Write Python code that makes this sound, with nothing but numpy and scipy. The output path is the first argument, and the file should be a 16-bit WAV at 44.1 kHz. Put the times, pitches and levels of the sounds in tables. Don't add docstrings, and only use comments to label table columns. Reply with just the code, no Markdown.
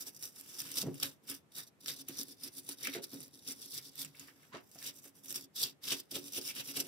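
import sys
import numpy as np
from scipy import signal
from scipy.fft import rfft, irfft, next_fast_len
from scipy.io import wavfile
from scipy.ndimage import uniform_filter1d, map_coordinates

SR = 44100
rng = np.random.default_rng(int(sys.argv[2]) if len(sys.argv) > 2 else 0)


def generate_wav(sig):
    pcm = np.round(np.clip(np.atleast_2d(sig).T, -1, 1) * 32767).astype(np.int16)
    wavfile.write(sys.argv[1], SR, pcm)


def amplitude_ratio(level_db):
    exponent = np.asarray(level_db, float) / 20
    return 10 ** exponent


N = 302967


def unit(x):
    return x / np.sqrt(np.mean(x ** 2) + 1e-20)


def along(points, hz):
    f, v = np.transpose(points)
    return np.interp(np.log(hz + 1), np.log(f + 1), v)


def curves(rows):
    s, *cols = np.transpose(rows)
    return [np.interp(np.arange(N) / SR, s, c) for c in cols]


def filtered(x, response):
    m = next_fast_len(N + SR // 2)
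    return irfft(rfft(x, m) * response(np.fft.rfftfreq(m, 1 / SR)), m)[..., :N]


def bass_cut(f, corner_hz, power=4):
    return f ** power / (f ** power + corner_hz ** power)


def modes(table, f):
    total = 0
    for k, (hz, width, db) in enumerate(table):
        total = total + (-1) ** k * amplitude_ratio(db) * 1j * f * width / (hz * hz - f * f + 1j * f * width)
    return total


def wobble(rate, order=3):
    knots = rng.standard_normal(int(N * rate / SR) + 4)
    return map_coordinates(knots, [np.arange(N) * rate / SR], order=order)


def swells(s, db, rise, fall):
    t = np.arange(0, N / SR, 1 / 1000)
    shape_db = db - 10 * np.abs((t - s) / np.where(t < s, rise, fall)) ** 1.5
    return np.interp(np.arange(N) / SR, t, np.sqrt(np.sum(amplitude_ratio(2 * shape_db), axis=0)))


# (f/Hz, level/dB per Hz)
HUM_COLOUR = [(18, -30), (75, 2), (150, 3.5), (509, -6), (698, -10), (1570, -17.5), (1790, -16),
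              (4610, -26.5), (5990, -26.5), (12800, -29), (15800, -41)]


def hum():
    colour = lambda f: amplitude_ratio(along(HUM_COLOUR, f)) * [f * 0 + 1, np.clip(f / 900, .5, 1)]
    middle, side = filtered(rng.standard_normal((2, N)), colour)
    return amplitude_ratio(-69 + 0.21 * wobble(4.55, order=1)) * unit(np.array([middle + side, middle - side]))


# (t/s of peak, bristle level/dB, length/s, scrape level/dB re bristle)
LANDINGS = [(.007, -39.5, 0.048, -19.5), (0.36, -44.5, 0.02, -20.5), (0.65, -59, .072, -13),
            (1.028, -32, 0.0084, -5), (1.03, -35.5, 0.074, -13), (1.245, -60.5, 0.056, -12),
            (1.296, -34, 0.061, -15.5), (1.521, -52, 0.011, -20), (1.842, -52.5, 0.1, -16),
            (1.887, -35, 0.064, -13), (2.087, -47.5, 0.038, -5.5), (2.438, -39.5, 0.02, -21),
            (3.345, -55.5, 0.12, -19), (3.992, -35.5, 0.051, -23), (4.198, -50, 0.014, -20),
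            (4.277, -56, 0.057, -7.5), (4.543, -63, 0.049, 18), (4.748, -45, 0.0098, -27),
            (5.248, -51, 0.077, -24), (5.57, -36, 0.052, -38), (5.845, -43, 0.061, -7.5),
            (5.882, -37.5, 0.1, -8.5), (6.115, -36, 0.017, -13.5), (6.86, -44.5, 0.094, -12)]
SWEEPS = [(0.076, -39, 0.046, -23.5), (0.242, -38, 0.077, -22.5), (0.552, -48, 0.32, -23),
          (0.598, -33.5, 0.028, -33), (0.985, -49.5, 0.1, -13.5), (1.583, -37, 0.065, -17.5),
          (1.674, -53, 0.027, -30), (2.192, -39, 0.031, -21), (2.69, -34.5, 0.012, -17.5),
          (2.848, -38, 0.1, -14), (2.948, -41.5, 0.056, -5), (3.036, -37.5, 0.026, -23.5),
          (3.133, -40.5, 0.03, -15), (3.484, -42.5, 0.057, -14.5), (3.621, -49, 0.15, -18.5),
          (4.005, -46, 0.13, -14), (4.206, -52, 0.12, -9), (4.432, -61, 0.22, -8),
          (5.055, -46, 0.061, -20.5), (5.172, -54, 0.057, -20), (5.362, -37, 0.057, -17),
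          (5.605, -34.5, 0.058, -16), (2.04, -67, 0.043, -24), (1.808, -55.5, 0.015, -32),
          (5.657, -41, 0.067, -10), (4.36, -69, .2, -25), (3.652, -53, .012, -20), (5.918, -30, 0.044, -7),
          (6.157, -38, 0.062, -5), (6.339, -38.5, 0.04, -15.5), (6.769, -33.5, 0.047, -11),
          (6.802, -29, 0.027, -12)]
DRAGS = [(0.171, -46.5, 0.043, -24), (0.398, -49, 0.069, -26), (0.782, -43.5, 0.35, -11),
         (0.785, -30, 0.035, -16.5), (0.82, -29.5, 0.031, -16), (1.631, -49.5, 0.056, -33),
         (2.009, -43.5, 0.054, -23), (2.21, -41, 0.099, -17), (2.316, -51.5, 0.11, -19),
         (2.474, -42, 0.07, -16), (2.589, -44, 0.066, -20), (2.721, -44, 0.091, -15),
         (3.228, -49, 0.19, -18), (3.519, -41, 0.074, -16.5), (3.749, -38, 0.057, -37),
         (3.783, -38.5, 0.047, -18), (3.877, -47, 0.093, -27), (4.782, -54.5, 0.17, -26),
         (4.882, -37, 0.087, -11.5), (4.984, -49.5, 0.11, -23), (5.313, -37, 0.044, -23),
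         (5.441, -48.5, 0.056, -26), (5.703, -55, 0.063, -21), (6.28, -44, 0.092, -16.5),
         (6.38, -32, 0.05, -11), (6.496, -36, 0.092, -11.5), (6.579, -40.5, 0.049, -7.5),
         (6.608, -39.5, 0.048, -5), (6.707, -38.5, 0.077, -12), (5.998, -37, 0.034, -22),
         (5.634, -29, 0.046, -18), (3.63, -48, 0.035, -30), (.09, -55, 0.016, -32)]
# (t/s, level/dB)
HAND_WEIGHT = [(0, -2), (.6, -5.5), (1, 1), (1.6, -5.5), (2.1, 2), (2.7, -2), (3.1, 2), (3.6, -1.5),
               (3.9, -0.5), (4.5, -11), (4.9, -6), (5.4, 1), (5.9, -7.5), (6.2, 2.5), (6.5, -7.5),
               (6.87, 5)]


def pressure():
    s, db, length, scrape_db = np.transpose(LANDINGS + SWEEPS + DRAGS)[:, :, None]
    share = np.repeat([0.26, 0.46, 0.78], [len(LANDINGS), len(SWEEPS), len(DRAGS)])[:, None]
    rise, fall = share * length, (1 - share) * length
    rub_db = db + scrape_db
    drum_db = -54 + 0.42 * (rub_db + 56.5) - 0.5 * np.log2(length / 0.056)
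    tips, rub, push = [swells(s, level, rise, fall) for level in (db, rub_db, drum_db)]
    return tips, rub, push * amplitude_ratio(curves(HAND_WEIGHT)[0])


SPOT_LAGS = (9, 10, 0, -12)


def slip_noise(rate, spread_db, clump_db, hiss, burst_s):
    size = (len(SPOT_LAGS), N)
    strength = amplitude_ratio(spread_db * np.minimum(rng.exponential(size=size), 2.5))
    starts = (rng.random(size) < rate / SR) * strength
    slips = signal.lfilter([1], [1, -np.exp(-1 / (burst_s * SR))], starts)
    clumps = amplitude_ratio(clump_db * (wobble(170) + 0.06 * wobble(70)))
    return unit(clumps * (unit(slips) + hiss) * rng.standard_normal(size))


def held(depth_db, hold_s, spill_db, spill_s):
    gain_db, t = np.zeros(N + SR), np.arange(SR // 30) / SR
    for s, db, hz in snap_rows():
        at = round(s * SR)
        gain_db[at - len(t):at] -= depth_db * np.exp(-(t[::-1] / hold_s) ** 2)
        gain_db[at:at + len(t)] += spill_db * np.exp(-t / spill_s)
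    return amplitude_ratio(gain_db[:N])


# (f/Hz, level/dB)
BRISTLE_COLOUR = [(1500, -17.5), (2700, -13.5), (3300, -14), (6000, -1.5), (6900, -5), (7700, -3),
                  (8500, -4.5), (10500, -4.5), (12500, -1), (15800, -7.5)]
# (f/Hz, level/dB)
LOOSE_SCRAPE = [(200, -3.5), (600, -14), (1100, -5.5), (1950, 0.5), (2400, -5), (3200, -9), (9000, -23),
                (15000, -42)]
# (f/Hz, level/dB)
TIGHT_SQUEAK = [(600, -12.5), (1500, -80), (2100, -10), (2750, 2), (3300, 1), (9000, -11), (15000, -25)]
# (f/Hz, width/Hz, level/dB)
THICK_MODES = [(3540, 227, 0.5), (4280, 450, -0.5), (4930, 410, -3)]
# (f/Hz, width/Hz, level/dB)
THIN_MODES = [(7800, 350, -11), (9590, 430, 19), (10400, 3100, -13)]
# (f/Hz, width/Hz, level/dB)
RIDGE_MODE = [(5430, 950, 0)]
SPOT_PITCH = (0.985, 1.02, 1, 0.97)
# (t/s, thick parts level/dB, thin parts level/dB, tightness of grip 0-1)
BRUSHED_PARTS = [(0, -13.5, 3.5, 0.5), (.45, -6, 5.5, 0.3), (.8, -1.5, 4, 0.88), (1.31, -2.5, 5, 0.47),
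                 (1.59, -0.5, 4.5, 0), (1.89, -1, 4.5, 1), (2.2, 3, 8.5, 0), (2.65, -1.5, 11.5, 0.43),
                 (2.86, 2, 8.5, 0.65), (3.05, 0, 7.5, 0.25), (3.5, -0.5, 9, 0.64), (4.2, 1.5, 3.5, 0.25),
                 (4.55, -14, -5, 0), (4.87, -4, 3, 0.88), (5.04, -15.5, 2, 0.3), (5.62, 3.5, 1.5, 0.88),
                 (6.2, -3.2, 6, 0.97), (6.87, -5.5, 6, 0.81)]
# (t/s, level/dB re the thick parts)
RIDGE_CROSSING = [(0, 7), (.5, 3), (.8, -1), (1.0, -4), (1.3, -4), (1.9, -3), (2.2, 0.5), (2.7, -0.5),
                  (2.86, -4), (3.1, -2), (3.65, 4), (4.0, -5), (4.5, 2), (4.9, 1), (5.3, 2), (5.6, -6),
                  (5.93, 2), (6.87, 3)]


def brush(tips, rub):
    thick_db, thin_db, grip = curves(BRUSHED_PARTS)
    grip, pitch = np.clip(grip, 0, 1), np.array(SPOT_PITCH)[:, None]

    flicks = slip_noise(rate=600, spread_db=4.5, clump_db=1.6, hiss=0.17, burst_s=0.0005)
    colours = lambda f: np.array([amplitude_ratio(along(BRISTLE_COLOUR, f / pitch)),
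                                  modes(THICK_MODES, f / pitch) * bass_cut(f, 2600),
                                  modes(RIDGE_MODE, f / pitch) ** 2,
                                  modes(THIN_MODES, f / np.sqrt(pitch)) * bass_cut(f, 7000)])
    fizz, thick, ridge, thin = map(unit, filtered(flicks, colours))
    body = thick + amplitude_ratio(curves(RIDGE_CROSSING)[0] - 2.5) * ridge
    bristles = amplitude_ratio(-4.5) * fizz + amplitude_ratio(thick_db - 10.5) * body + amplitude_ratio(thin_db - 15.0) * thin

    drag = slip_noise(rate=230, spread_db=-4.0, clump_db=2.5, hiss=0.96, burst_s=0.00032)
    grips = lambda f: amplitude_ratio([[along(LOOSE_SCRAPE, f)], [along(TIGHT_SQUEAK, f)]])
    loose, tight = map(unit, filtered(drag, grips))
    scrape = np.sqrt(1 - grip) * loose + np.sqrt(grip) * tight

    catch = held(depth_db=2.5, hold_s=0.0038, spill_db=2.0, spill_s=0.0022)
    return catch * (tips * bristles + amplitude_ratio(-0.5) * rub * scrape)


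# (f/Hz, width/Hz, level/dB)
TABLE_MODES = [(230.5, 69, -14), (274.8, 22.5, 6.5), (369, 17, 1), (421.2, 25.6, -3), (498.7, 23, -7),
               (553, 17, -9)]
# (f/Hz, width/Hz, level/dB)
LOW_TABLE_MODES = [(144, 11, 0), (112, 25, -12), (185, 25, -13)]
# (t/s, level/dB)
WRIST_DROPS = [(.18, -62), (.66, -57.5), (0.886, -34), (1.29, -70), (2.09, -69), (2.97, -63), (3.15, -68),
               (3.77, -56.5), (4.05, -51), (4.56, -68), (5.27, -72), (6.12, -63)]


def table_top(push):
    upper = lambda f: modes(TABLE_MODES, f)
    lower = lambda f: modes(LOW_TABLE_MODES, f) * bass_cut(f, 105)
    rub, sway = rng.standard_normal((2, N))
    drum = filtered(push * rub, upper) / np.std(filtered(rub, upper))
    boom = amplitude_ratio(-10.5) * filtered(push * sway, lower) / np.std(filtered(sway, lower))
    s, db = np.transpose(WRIST_DROPS)[:, :, None]
    swing = np.sin(2 * np.pi * 150 * np.arange(N) / SR + 0.53 * wobble(12))
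    drops = filtered(swells(s, db, rise=0.048, fall=0.033) * (swing + 7 * sway), lower)
    return amplitude_ratio(-3.0) * drum + amplitude_ratio(2.5) * boom + amplitude_ratio(5.5) * drops + knocks()


# (t/s, peak level/dB)
BRISTLE_TICKS = [(0.0084, -31), (0.092, -41), (0.1471, -45), (0.2258, -26.5), (0.254, -27), (0.3974, -36.5),
                 (0.4105, -31.5), (0.4868, -40), (0.6174, -27), (0.6519, -34), (0.6723, -35), (0.6814, -45),
                 (0.7033, -38), (0.7164, -29), (1.5514, -38), (1.8752, -26), (1.8854, -34), (1.9006, -34),
                 (1.966, -43), (2.0863, -24.5), (2.1969, -28), (2.2054, -36), (2.2137, -29),
                 (2.2322, -30.5), (2.2833, -37), (2.477, -30), (2.5948, -35), (2.7288, -30.5),
                 (3.2294, -32.5), (3.2604, -44), (3.2804, -44), (3.3934, -59), (3.5044, -40), (3.5214, -31),
                 (3.6594, -34.5), (3.7424, -32), (3.7844, -33), (3.825, -46), (3.9325, -46),
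                 (3.9556, -34.5), (4.1535, -44), (4.2114, -44), (4.432, -51), (4.7146, -46),
                 (4.8269, -31.5), (4.8724, -32), (4.9586, -49), (4.998, -46), (5.2583, -34), (5.3064, -28),
                 (5.3258, -26), (5.358, -24.5), (5.6164, -23), (5.63, -20.5), (5.6367, -24.5), (5.925, -28),
                 (6.0004, -41), (6.3774, -31)]


def springs():
    out, t = np.zeros(N + SR), np.arange(SR // 50) / SR
    level_db, t60_s, lowest_hz = 3.5, 0.0031, 3420
    noise = rng.standard_normal((len(BRISTLE_TICKS), len(t)))
    for (s, db), burst in zip(BRISTLE_TICKS, noise):
        out[round(s * SR):][:len(t)] += amplitude_ratio(db + level_db - 60 * t / t60_s) * burst
    return filtered(out[:N], lambda f: bass_cut(f, lowest_hz, power=2))


# (t/s, peak level/dB)
RIDGE_SNAPS = [(0.067, -31), (0.2334, -25.5), (0.545, -36), (0.5918, -30), (0.6029, -21), (0.7414, -25),
               (0.77, -23), (0.8074, -30), (0.956, -36), (1, -23), (1.0313, -17.5), (1.292, -35),
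               (1.8603, -22.5), (2.1846, -31.5), (2.195, -36), (2.4337, -47), (2.69, -41), (3.472, -45),
               (3.6266, -33), (3.989, -49), (4.7877, -32), (4.8584, -43), (5.343, -23), (5.36, -22),
               (5.5592, -32), (5.8764, -36), (6.117, -33), (6.451, -27.5), (6.757, -40), (6.796, -25)]
# (t/s, peak level/dB, f/Hz)
EDGE_SNAPS = [(0.943, -33.5, 8550), (1.0275, -14.5, 3560), (1.274, -44, 5440), (1.882, -19, 3800),
              (2.0835, -28, 9900), (2.6855, -42, 4310), (2.713, -27, 4330), (2.8716, -13, 2257),
              (2.9347, -30, 2700), (2.9492, -25, 4150), (3.033, -36, 9600), (3.034, -38, 9700),
              (3.126, -49, 5470), (3.2045, -30, 9500), (3.7338, -29, 4260), (4.048, -24.5, 7530),
              (4.1956, -27.5, 6900), (4.7465, -55, 5670), (5.296, -27.5, 9800), (5.569, -38, 4550),
              (5.5805, -30, 4720), (5.6, -22, 7900), (5.918, -21, 4440), (6.1558, -19, 3440),
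              (6.333, -42, 4550), (6.3445, -35, 2830), (6.4132, -25, 4800), (6.4916, -31, 2980),
              (6.564, -25.5, 2900), (6.7424, -32, 5040)]


def snap_rows():
    return [(s, db, 5390) for s, db in RIDGE_SNAPS] + EDGE_SNAPS


def snaps():
    out, t = np.zeros(N + SR), np.arange(SR // 50) / SR
    for s, db, hz in snap_rows():
        crack = 0.69 * amplitude_ratio(-60 * t / 0.0037) * rng.standard_normal(len(t))
        ring = 0.97 * amplitude_ratio(-60 * t / 0.0049) * np.sin(2 * np.pi * hz * t)
        out[round(s * SR):][:len(t)] += amplitude_ratio(db - 3.0) * (crack + ring)
    return filtered(out[:N], lambda f: bass_cut(f, 1300, power=2))


# (t/s of peak, level/dB, length/s, f/Hz)
SKIDS = [(0.611, -58.5, .03, 1710), (1.039, -47, 0.031, 1810), (1.6, -66, 0.055, 1790),
         (1.899, -47.5, 0.034, 2100), (2.85, -40.5, 0.031, 2390), (2.88, -45.5, 0.041, 2430),
         (2.934, -42, 0.011, 2500), (2.954, -47.5, .035, 2000), (3.503, -65, 0.063, 2060),
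         (3.774, -57, 0.067, 2050), (4.002, -59, .05, 2000), (4.149, -62, 0.011, 2200),
         (4.284, -54, 0.0092, 1890), (4.305, -65, 0.0071, 1930), (4.431, -56, .008, 2100),
         (4.544, -51, 0.053, 1060), (4.823, -57.5, .04, 1960), (5.843, -60, 0.066, 2000),
         (5.91, -61, 0.035, 1950), (6.368, -53, 0.0079, 1870), (6.493, -47, 0.046, 2500)]


def skids():
    out, t = np.zeros(N + SR), np.arange(SR // 4) / SR - .08
    f = np.fft.rfftfreq(len(t), 1 / SR)
    sharpness, judder_db = 2.2, 3.5
    judder = amplitude_ratio(judder_db * wobble(240))
    for s, db, length, hz in SKIDS:
        colour = modes([(hz, hz / sharpness, 0)], f) ** 2
        ring = unit(irfft(rfft(rng.standard_normal(len(t))) * colour, len(t)))
        side = np.where(t < 0, .3 * length, 0.48 * length)
        out[round((s + t[0]) * SR):][:len(t)] += ring * amplitude_ratio(db - 10 * np.abs(t / side) ** 1.5)
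    return judder * out[:N]


# (t/s, peak level/dB, favoured f/Hz, lowest mode level/dB, plastic clack level/dB re peak)
KNOCKS = [(0.828, -25, 252, -16, -31), (0.856, -28, 290, 8, -24), (0.864, -23, 327, -6, -23),
          (0.876, -33.5, 415, -16, -30), (0.908, -31, 270, -8, -28), (2.089, -31.5, 253, -9, -44),
          (2.876, -28, 299, -21, -20), (2.949, -28.5, 370, -21, -1.5), (2.96, -30, 369, -24, -27),
          (2.982, -33, 418, -31, -22), (3.13, -33, 273, -24, -38), (3.142, -36, 274, -13, -35),
          (3.19, -41.5, 270, -9, -32), (1.04, -46, 560, -22, -16), (1.889, -48, 285, 7, -22),
          (2.19, -37, 275, -24, -25), (2.44, -43, 276, -21, -25), (3.49, -44, 278, -23, -19),
          (5.613, -42.5, 368, -16, -28), (6.795, -34, 372, -12, -28), (4.54, -35, 369, -30, 8.5),
          (4.753, -45, 270, 1, 5.5), (5.051, -46.5, 346, -7.5, 1), (5.913, -32, 369, -14, -18),
          (6.118, -34, 335, -23.5, -31), (6.148, -36, 350, -31, -21), (6.159, -31.5, 366, -32, 0.5),
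          (6.376, -30.5, 374, -26, -36), (6.775, -38, 300, -30, 6), (2.686, -38.5, 286.4, -15, -26),
          (1.291, -44, 283, -16, -7)]


def knocks():
    out, t = np.zeros(N + SR), np.arange(SR // 4) / SR
    peak = lambda x: x / np.max(np.abs(x), axis=-1, keepdims=True)
    ring = lambda hz, width: np.exp(-np.pi * width * t) * np.sin(2 * np.pi * hz * t)
    clack = ring(560, 200) - ring(850, 350) + ring(1400, 500)
    shapes = np.array([ring(hz, width) for hz, width, _ in TABLE_MODES + LOW_TABLE_MODES[:1]] + [clack])
    for s, db, centre_hz, low_db, clack_db in KNOCKS:
        chatter = np.minimum(t / 0.005, 1) * amplitude_ratio(-60 * t / 0.084) * rng.standard_normal(len(t))
        force = chatter[:SR // 16]
        levels_db = [-30 * abs(np.log2(hz / centre_hz)) for hz, _, _ in TABLE_MODES]
        levels_db += [low_db + 1, clack_db - 3.5]
        struck = peak(signal.fftconvolve(force[None], shapes, axes=1)[:, :len(t)])
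        out[round(s * SR):][:len(t)] += amplitude_ratio(db - 10.0) * amplitude_ratio(levels_db) @ struck
    return filtered(out[:N], lambda f: bass_cut(f, 125))


def nearby(x, lag):
    sparse = rng.random((2, 300)) < .05
    path = 0.89 * rng.standard_normal((2, 300)) * sparse * amplitude_ratio(-np.arange(300) * 0.068)
    path[:, :20] = 0
    path[[0, 1], [max(lag, 0), max(-lag, 0)]] = 1
    path = path / np.linalg.norm(path, axis=1, keepdims=True)
    return signal.oaconvolve(x[None], path, axes=1)[:, :N]


# (f/Hz, t60/s)
ROOM_DECAY = [(300, 0.32), (2000, 0.14), (6000, 0.043), (15000, 0.012)]


def room(x):
    hz, t, z = signal.stft(rng.standard_normal((2, SR // 4)), SR, nperseg=256)
    tail = signal.istft(z * amplitude_ratio(-60 * t / along(ROOM_DECAY, hz)[:, None]), SR, nperseg=256)[1]
    late = np.pad(x, (200, 0))[None]
    return signal.fftconvolve(late, tail / np.linalg.norm(tail[0]), axes=1)[:, :N]


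def tilted(x, patchy_db):
    z = signal.stft(x, nperseg=256)[2]
    field = uniform_filter1d(rng.standard_normal(z.shape[1:]), size=7, axis=0)
    field = uniform_filter1d(field, size=35, axis=1)
    return signal.istft(z * amplitude_ratio(patchy_db * unit(field)), nperseg=256)[1][:, :N]


def scene():
    tips, rub, push = pressure()
    share = np.array([amplitude_ratio(4 * wobble(4.5, order=1)) for lag in SPOT_LAGS])
    spots = brush(tips, rub) * share / np.linalg.norm(share, axis=0)
    spots[0] += snaps()
    spots[1] += springs()
    spots[2] += skids()
    direct = sum(nearby(x, lag) for x, lag in zip(spots, SPOT_LAGS))
    heard = direct + amplitude_ratio(-10.0) * room(spots.sum(0))
    figure = amplitude_ratio(-1.5) * tilted(heard, patchy_db=1.03)
    wood = table_top(push)
    return figure + amplitude_ratio([[-1.9], [-0.3]]) * wood + amplitude_ratio(-14) * room(wood) + hum()


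def low_pass(x):
    return signal.sosfilt(signal.butter(12, 16400, fs=SR, output="sos"), x)


# (f/Hz, left-right level/dB)
PORT_COLOUR = [(100, 2.5), (1500, -2), (3600, 2), (5500, -0.5), (7700, -4), (10000, 0), (12500, -4),
               (15500, -6)]


def record(dry):
    colour = lambda f: amplitude_ratio(along(PORT_COLOUR, f) * [[.5], [-.5]])
    limits = lambda f: bass_cut(f, 80) * np.clip((15900 - f) / 250, 0, 1)
    mix = filtered(dry, lambda f: colour(f) * limits(f))
    return low_pass(mix)


dry = scene()
out = record(dry)
generate_wav(out)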